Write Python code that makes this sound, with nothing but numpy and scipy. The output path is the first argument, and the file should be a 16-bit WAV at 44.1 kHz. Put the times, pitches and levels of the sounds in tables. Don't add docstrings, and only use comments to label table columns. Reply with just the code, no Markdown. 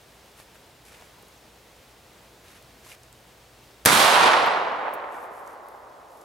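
import sys
import numpy as np
from scipy import signal
from scipy.fft import rfft, irfft
from scipy.io import wavfile
from scipy.ndimage import uniform_filter1d

SR = 44100
rng = np.random.default_rng(int(sys.argv[2]) if len(sys.argv) > 2 else 0)


def master(y):
    cut = np.clip(np.atleast_2d(y).T, -1, 1)
    pcm = np.round(cut * 32767)
    wavfile.write(sys.argv[1], SR, pcm.astype(np.int16))


N = 275184
T = np.arange(N) / SR
SNAP_S, BLAST_S = 3.8516, 3.8578
BLAST_AGE_S = np.maximum(T - BLAST_S, 0)

# frequency_hz, level_db
BLAST_SPECTRUM = [(40, -26.5), (150, -10.5), (400, 3.5), (900, -2.5), (1600, 1.5), (3000, -2), (4500, -6.5),
                  (7000, -4), (9500, 0.5), (12500, -3.5), (16000, -11)]
NEAR_SPECTRUM = [(24, -57.5), (40, -27), (174, -4.5), (333, -4.5), (387, -9), (637, -6), (722, -10.5),
                 (881, -4), (1100, -1.5), (1910, -6), (2160, -5.5), (2570, -9.5), (11200, -19),
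                 (15500, -33.5)]
WOODS_SPECTRUM = [(35, -54), (60, -29.5), (151, -23), (195, -21), (309, -16), (469, -7.5), (605, -3.5),
                  (648, -4.5), (711, -1.5), (1080, 0), (1670, -7.5), (3840, -14.5), (7000, -29),
                  (9900, -31), (15000, -50.5)]
# frequency_hz, loss_db_per_s
PATH_LOSS = [(100, 4.5), (300, -4.5), (700, -2), (1200, 1), (2000, 4.5), (3500, 18.5), (6000, 32),
             (9000, 49), (14000, 70.5)]
# arrival_s, half_width_s, boost_db
TREE_STANDS = [(4.04, 0.042, 2), (4.28, 0.054, 4.5), (4.86, .03, 2)]
# frequency_hz, left_minus_right_db
RIGHT_LEAN = [(100, 0), (350, -1), (850, -4), (1700, -4.5), (3000, -1), (4300, -2), (8000, -.4), (13000, 0)]
# middle_s, half_length_s, level_db, tilt_db_per_octave
CLOTH_STROKES = [(0.401, .07, -52.5, 0.5), (.555, 0.035, -59, -0.5), (0.874, 0.063, -52.5, 0),
                 (0.939, 0.1, -51.5, -2), (1.02, 0.11, -54.5, -3), (2.499, 0.12, -52.5, -2),
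                 (2.565, 0.052, -55, -1.5), (2.865, .07, -51.5, 0), (2.913, 0.09, -48, -0.5),
                 (5.153, .11, -51.5, 3), (5.23, .09, -52.5, 7), (5.368, 0.13, -54, 5),
                 (5.489, 0.14, -55, 5), (5.718, 0.23, -64, 13), (6.167, 0.2, -59, 3)]
# frequency_hz, level_db
CLOTH_SPECTRUM = [(300, -11), (1000, -1.5), (2400, 1.5), (3800, -4), (5000, -4.5), (7000, -4.5),
                  (10500, -4.5), (13000, -6.5), (16000, -29)]
# start_s, level_db, centre_hz, half_width_octaves, t60_s
GEAR_CONTACTS = [(.4, -41.5, 900, 0.81, .017), (.555, -51, 1680, .4, .054), (.945, -44.5, 2200, .6, .027),
                 (1.023, -43, 800, .8, 0.014), (1.2257, -44, 11000, .3, .006), (1.232, -44, 350, .5, .023),
                 (1.2836, -45, 10000, .5, .004), (1.3762, -49, 6500, .25, .007),
                 (2.6255, -47, 9000, .9, .008), (2.865, -46.5, 1100, .18, .057),
                 (2.918, -45, 2400, .3, .06), (2.948, -42, 2200, 0.6, .012),
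                 (3.0338, -44, 6500, 0.36, .008), (3.1278, -43.5, 7000, 0.76, .006),
                 (4.4614, -31.5, 14000, 0.27, .04), (4.9366, -33, 13500, .6, 0.056),
                 (5.4758, -40, 6500, .7, .011), (5.6862, -36, 12450, 0.4, 0.0059),
                 (6.174, -45, 13000, .4, .006), (6.213, -47, 7000, .9, .03)]
# frequency_hz, level_db
HUSH_SPECTRUM = [(15, -37), (25, -20.5), (48, -4.5), (126, -7.5), (267, -9.5), (368, -8.5), (399, -8),
                 (469, -6.5), (552, -8.5), (598, -8), (848, -10), (1270, -14), (3720, -17.5), (9810, -25.5),
                 (15500, -28.5)]
# pitch_hz, level_db, swell_db
ENGINE_PARTIALS = [(57.4, -65, 1), (86, -74, 4), (122, -70, 9)]
# frequency_hz, coherence; frequency_hz, left_lead_rad
ECHO_PAIR = ([(100, .98), (350, .92), (800, .7), (1500, .48), (2400, .35), (3200, .68), (7000, .58),
             (10000, .92), (12500, .995)], [(100, .2), (400, .42), (800, .55), (1500, .6), (2400, 0),
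             (3200, -.25), (6000, 0), (13000, 0)])
PLAIN_PAIR = ([(100, .98), (500, .88), (1300, .7), (5000, .77), (9000, .9), (12500, .995)], [(100, .05),
              (1000, .22), (3000, .05), (13000, 0)])


def muzzle_blast(snap_db=-12, jet_db=4.5, jet_hold_s=0.0048, jet_t60_s=0.0099):
    noise = stereo_noise(lambda hz: curve_at(BLAST_SPECTRUM, hz), PLAIN_PAIR)
    snap = burst(SNAP_S, rise_s=0.0003, t60_s=0.01)
    jet = (T > BLAST_S) * decay(np.maximum(BLAST_AGE_S - jet_hold_s, 0), jet_t60_s)
    return noise * (gain_of(snap_db) * snap + gain_of(jet_db) * jet)


def ground_shock(delay_s=0.0077, overpressure_s=0.00065):
    scaled_age = np.maximum(BLAST_AGE_S - delay_s, 0) / overpressure_s
    pressure = (scaled_age > 0) * (1 - scaled_age) * np.exp(-scaled_age)
    return highpass(pressure, cutoff_hz=160, order=2)


def near_echoes(level_db=2):
    grain = flutter(depth_db=4, samples=12) * flutter(depth_db=1, samples=300)
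    crackle = stereo_noise(lambda hz: curve_at(NEAR_SPECTRUM, hz), ECHO_PAIR, grain=grain)
    return gain_of(level_db) * crackle * burst(BLAST_S, rise_s=0.0029, t60_s=0.84)


def woods_echoes(build_s=0.071, reference_s=4.26):
    grain = flutter(depth_db=2, samples=20) * flutter(depth_db=0.52, samples=700)
    roar = stereo_noise(lambda hz: curve_at(WOODS_SPECTRUM, hz), ECHO_PAIR, grain=grain)
    hz, frame_s, spectra = signal.stft(roar, SR, nperseg=512)
    extra_path_s = np.maximum(frame_s, BLAST_S) - reference_s
    loss_db = curve_at(PATH_LOSS, hz)[:, None] * extra_path_s
    echoes = signal.istft(spectra * gain_of(-loss_db), SR, nperseg=512)[1][:, :N]
    return echoes * roll_envelope() * np.minimum(BLAST_AGE_S / build_s, 1)


def roll_envelope(level_db=-6, hold_s=0.55, fall_db_per_decade=61.5):
    fall_db = fall_db_per_decade * np.log10(1 + (BLAST_AGE_S / hold_s) ** 6) / 6
    stands_db = sum(boost_db * swell(arrival_s, width_s) for arrival_s, width_s, boost_db in TREE_STANDS)
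    return gain_of(level_db - fall_db + stands_db)


def lean_right(echoes, early_share=1.9, late_share=0.12, build_s=0.015, fade_s=0.48):
    hz, frame_s, spectra = signal.stft(echoes, SR, nperseg=512)
    age_s = np.maximum(frame_s - BLAST_S, 0)
    share = late_share + early_share * (1 - np.exp(-age_s / build_s)) * np.exp(-age_s / fade_s)
    side_db = curve_at(RIGHT_LEAN, hz)[:, None] * share
    return signal.istft(spectra * gain_of([side_db / 2, -side_db / 2]), SR, nperseg=512)[1][:, :N]


def cloth_rustles():
    out = np.zeros((2, N))
    for middle_s, half_length_s, level_db, tilt in CLOTH_STROKES:
        count = round(2 * half_length_s * SR)
        catches = flutter(depth_db=3.5, samples=30, count=count)
        stroke = stereo_noise(lambda hz: curve_at(CLOTH_SPECTRUM, hz) + tilt * np.log2(hz + 1),
                              PLAIN_PAIR, count, catches)
        mix_in(out, middle_s - half_length_s, gain_of(level_db) * stroke * np.hanning(count) ** 2)
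    return out


def gear_ticks(count=4096):
    out = np.zeros((2, N))
    age_s = np.arange(count) / SR
    for start_s, level_db, centre_hz, octaves, t60_s in GEAR_CONTACTS:
        ring = stereo_noise(lambda hz: -20 * np.log10(1 + (np.log2((hz + 1) / centre_hz) / octaves) ** 2),
                            PLAIN_PAIR, count)
        mix_in(out, start_s, gain_of(level_db) * ring * decay(age_s, t60_s))
    return out


def outdoor_hush(level_db=-53):
    hush = stereo_noise(lambda hz: curve_at(HUSH_SPECTRUM, hz), PLAIN_PAIR)
    return gain_of(level_db) * hush * flutter(depth_db=0.54, samples=8000)


def far_engine():
    out = np.zeros(N)
    speed = flutter(depth_db=0.16, samples=2500)
    run_s = np.cumsum(speed) / SR
    surge = swell(middle_s=3.25, half_width_s=0.46)
    for pitch_hz, level_db, swell_db in ENGINE_PARTIALS:
        partial = np.sin(2 * np.pi * pitch_hz * run_s) * flutter(depth_db=2.5, samples=2500)
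        out += gain_of(level_db + swell_db * surge) * unit_rms(partial)
    return out


def stereo_noise(spectrum_db, pair, count=N, grain=1):
    hz = np.fft.rfftfreq(count, 1 / SR)
    common, separate = rfft(rng.standard_normal((2, count)) * grain)
    coherence, lead_rad = (curve_at(table, hz) for table in pair)
    left = common * np.exp(1j * lead_rad)
    right = coherence * common + np.sqrt(1 - coherence ** 2) * separate
    return unit_rms(irfft(np.array([left, right]) * gain_of(spectrum_db(hz)), count))


def flutter(depth_db, samples, count=N):
    return gain_of(depth_db * unit_rms(uniform_filter1d(rng.standard_normal(count), samples)))


def burst(start_s, rise_s, t60_s):
    age_s = np.maximum(T - start_s, 0)
    return (1 - np.exp(-age_s / rise_s)) * decay(age_s, t60_s)


def decay(age_s, t60_s):
    return np.exp(-np.log(1000) * age_s / t60_s)


def swell(middle_s, half_width_s):
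    return np.exp(-((T - middle_s) / half_width_s) ** 2)


def gain_of(db):
    return 10 ** (np.asarray(db) / 20)


def unit_rms(x):
    return x / np.sqrt(np.mean(x ** 2) + 1e-20)


def curve_at(table, hz):
    table_hz, values = np.transpose(table)
    return np.interp(np.log(hz + 1), np.log(table_hz + 1), values)


def mix_in(mix, start_s, sound):
    part = mix[:, round(start_s * SR):][:, :sound.shape[1]]
    part += sound[:, :part.shape[1]]


def highpass(x, cutoff_hz, order):
    return signal.sosfilt(signal.butter(order, cutoff_hz, "highpass", fs=SR, output="sos"), x)


def smooth(x, lag_s):
    pole = np.exp(-1 / (lag_s * SR))
    return signal.lfilter([1 - pole], [1, -pole], x)


def peak_hold(db, release_db_per_s):
    return np.maximum.accumulate(db + release_db_per_s * T) - release_db_per_s * T


def scene():
    shot = muzzle_blast() + ground_shock()
    echoes = lean_right(near_echoes() + woods_echoes())
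    background = outdoor_hush() + far_engine()
    return shot + echoes + cloth_rustles() + gear_ticks() + background


def record(dry, limit_db=-14, max_duck_db=9, ceiling=0.52, low_cut_hz=45, high_cut_hz=15900):
    power_db = 10 * np.log10(smooth((dry ** 2).mean(0), lag_s=0.0099) + 1e-12)
    excess_db = np.maximum(power_db - limit_db, 0)
    limiter_db = peak_hold(excess_db, release_db_per_s=76.5)
    duck_db = peak_hold(np.minimum(excess_db, max_duck_db), release_db_per_s=2.5)
    cut_db = smooth(np.maximum(limiter_db, duck_db), lag_s=0.0011)
    limited = dry * gain_of(-cut_db)
    clipped = limited / (1 + (limited / ceiling) ** 8) ** (1 / 8)
    lowpass = signal.firwin(511, high_cut_hz, window=("kaiser", 9), fs=SR)
    return signal.oaconvolve(highpass(clipped, low_cut_hz, order=1), lowpass[None], "same")


dry = scene()
out = record(dry)
master(out)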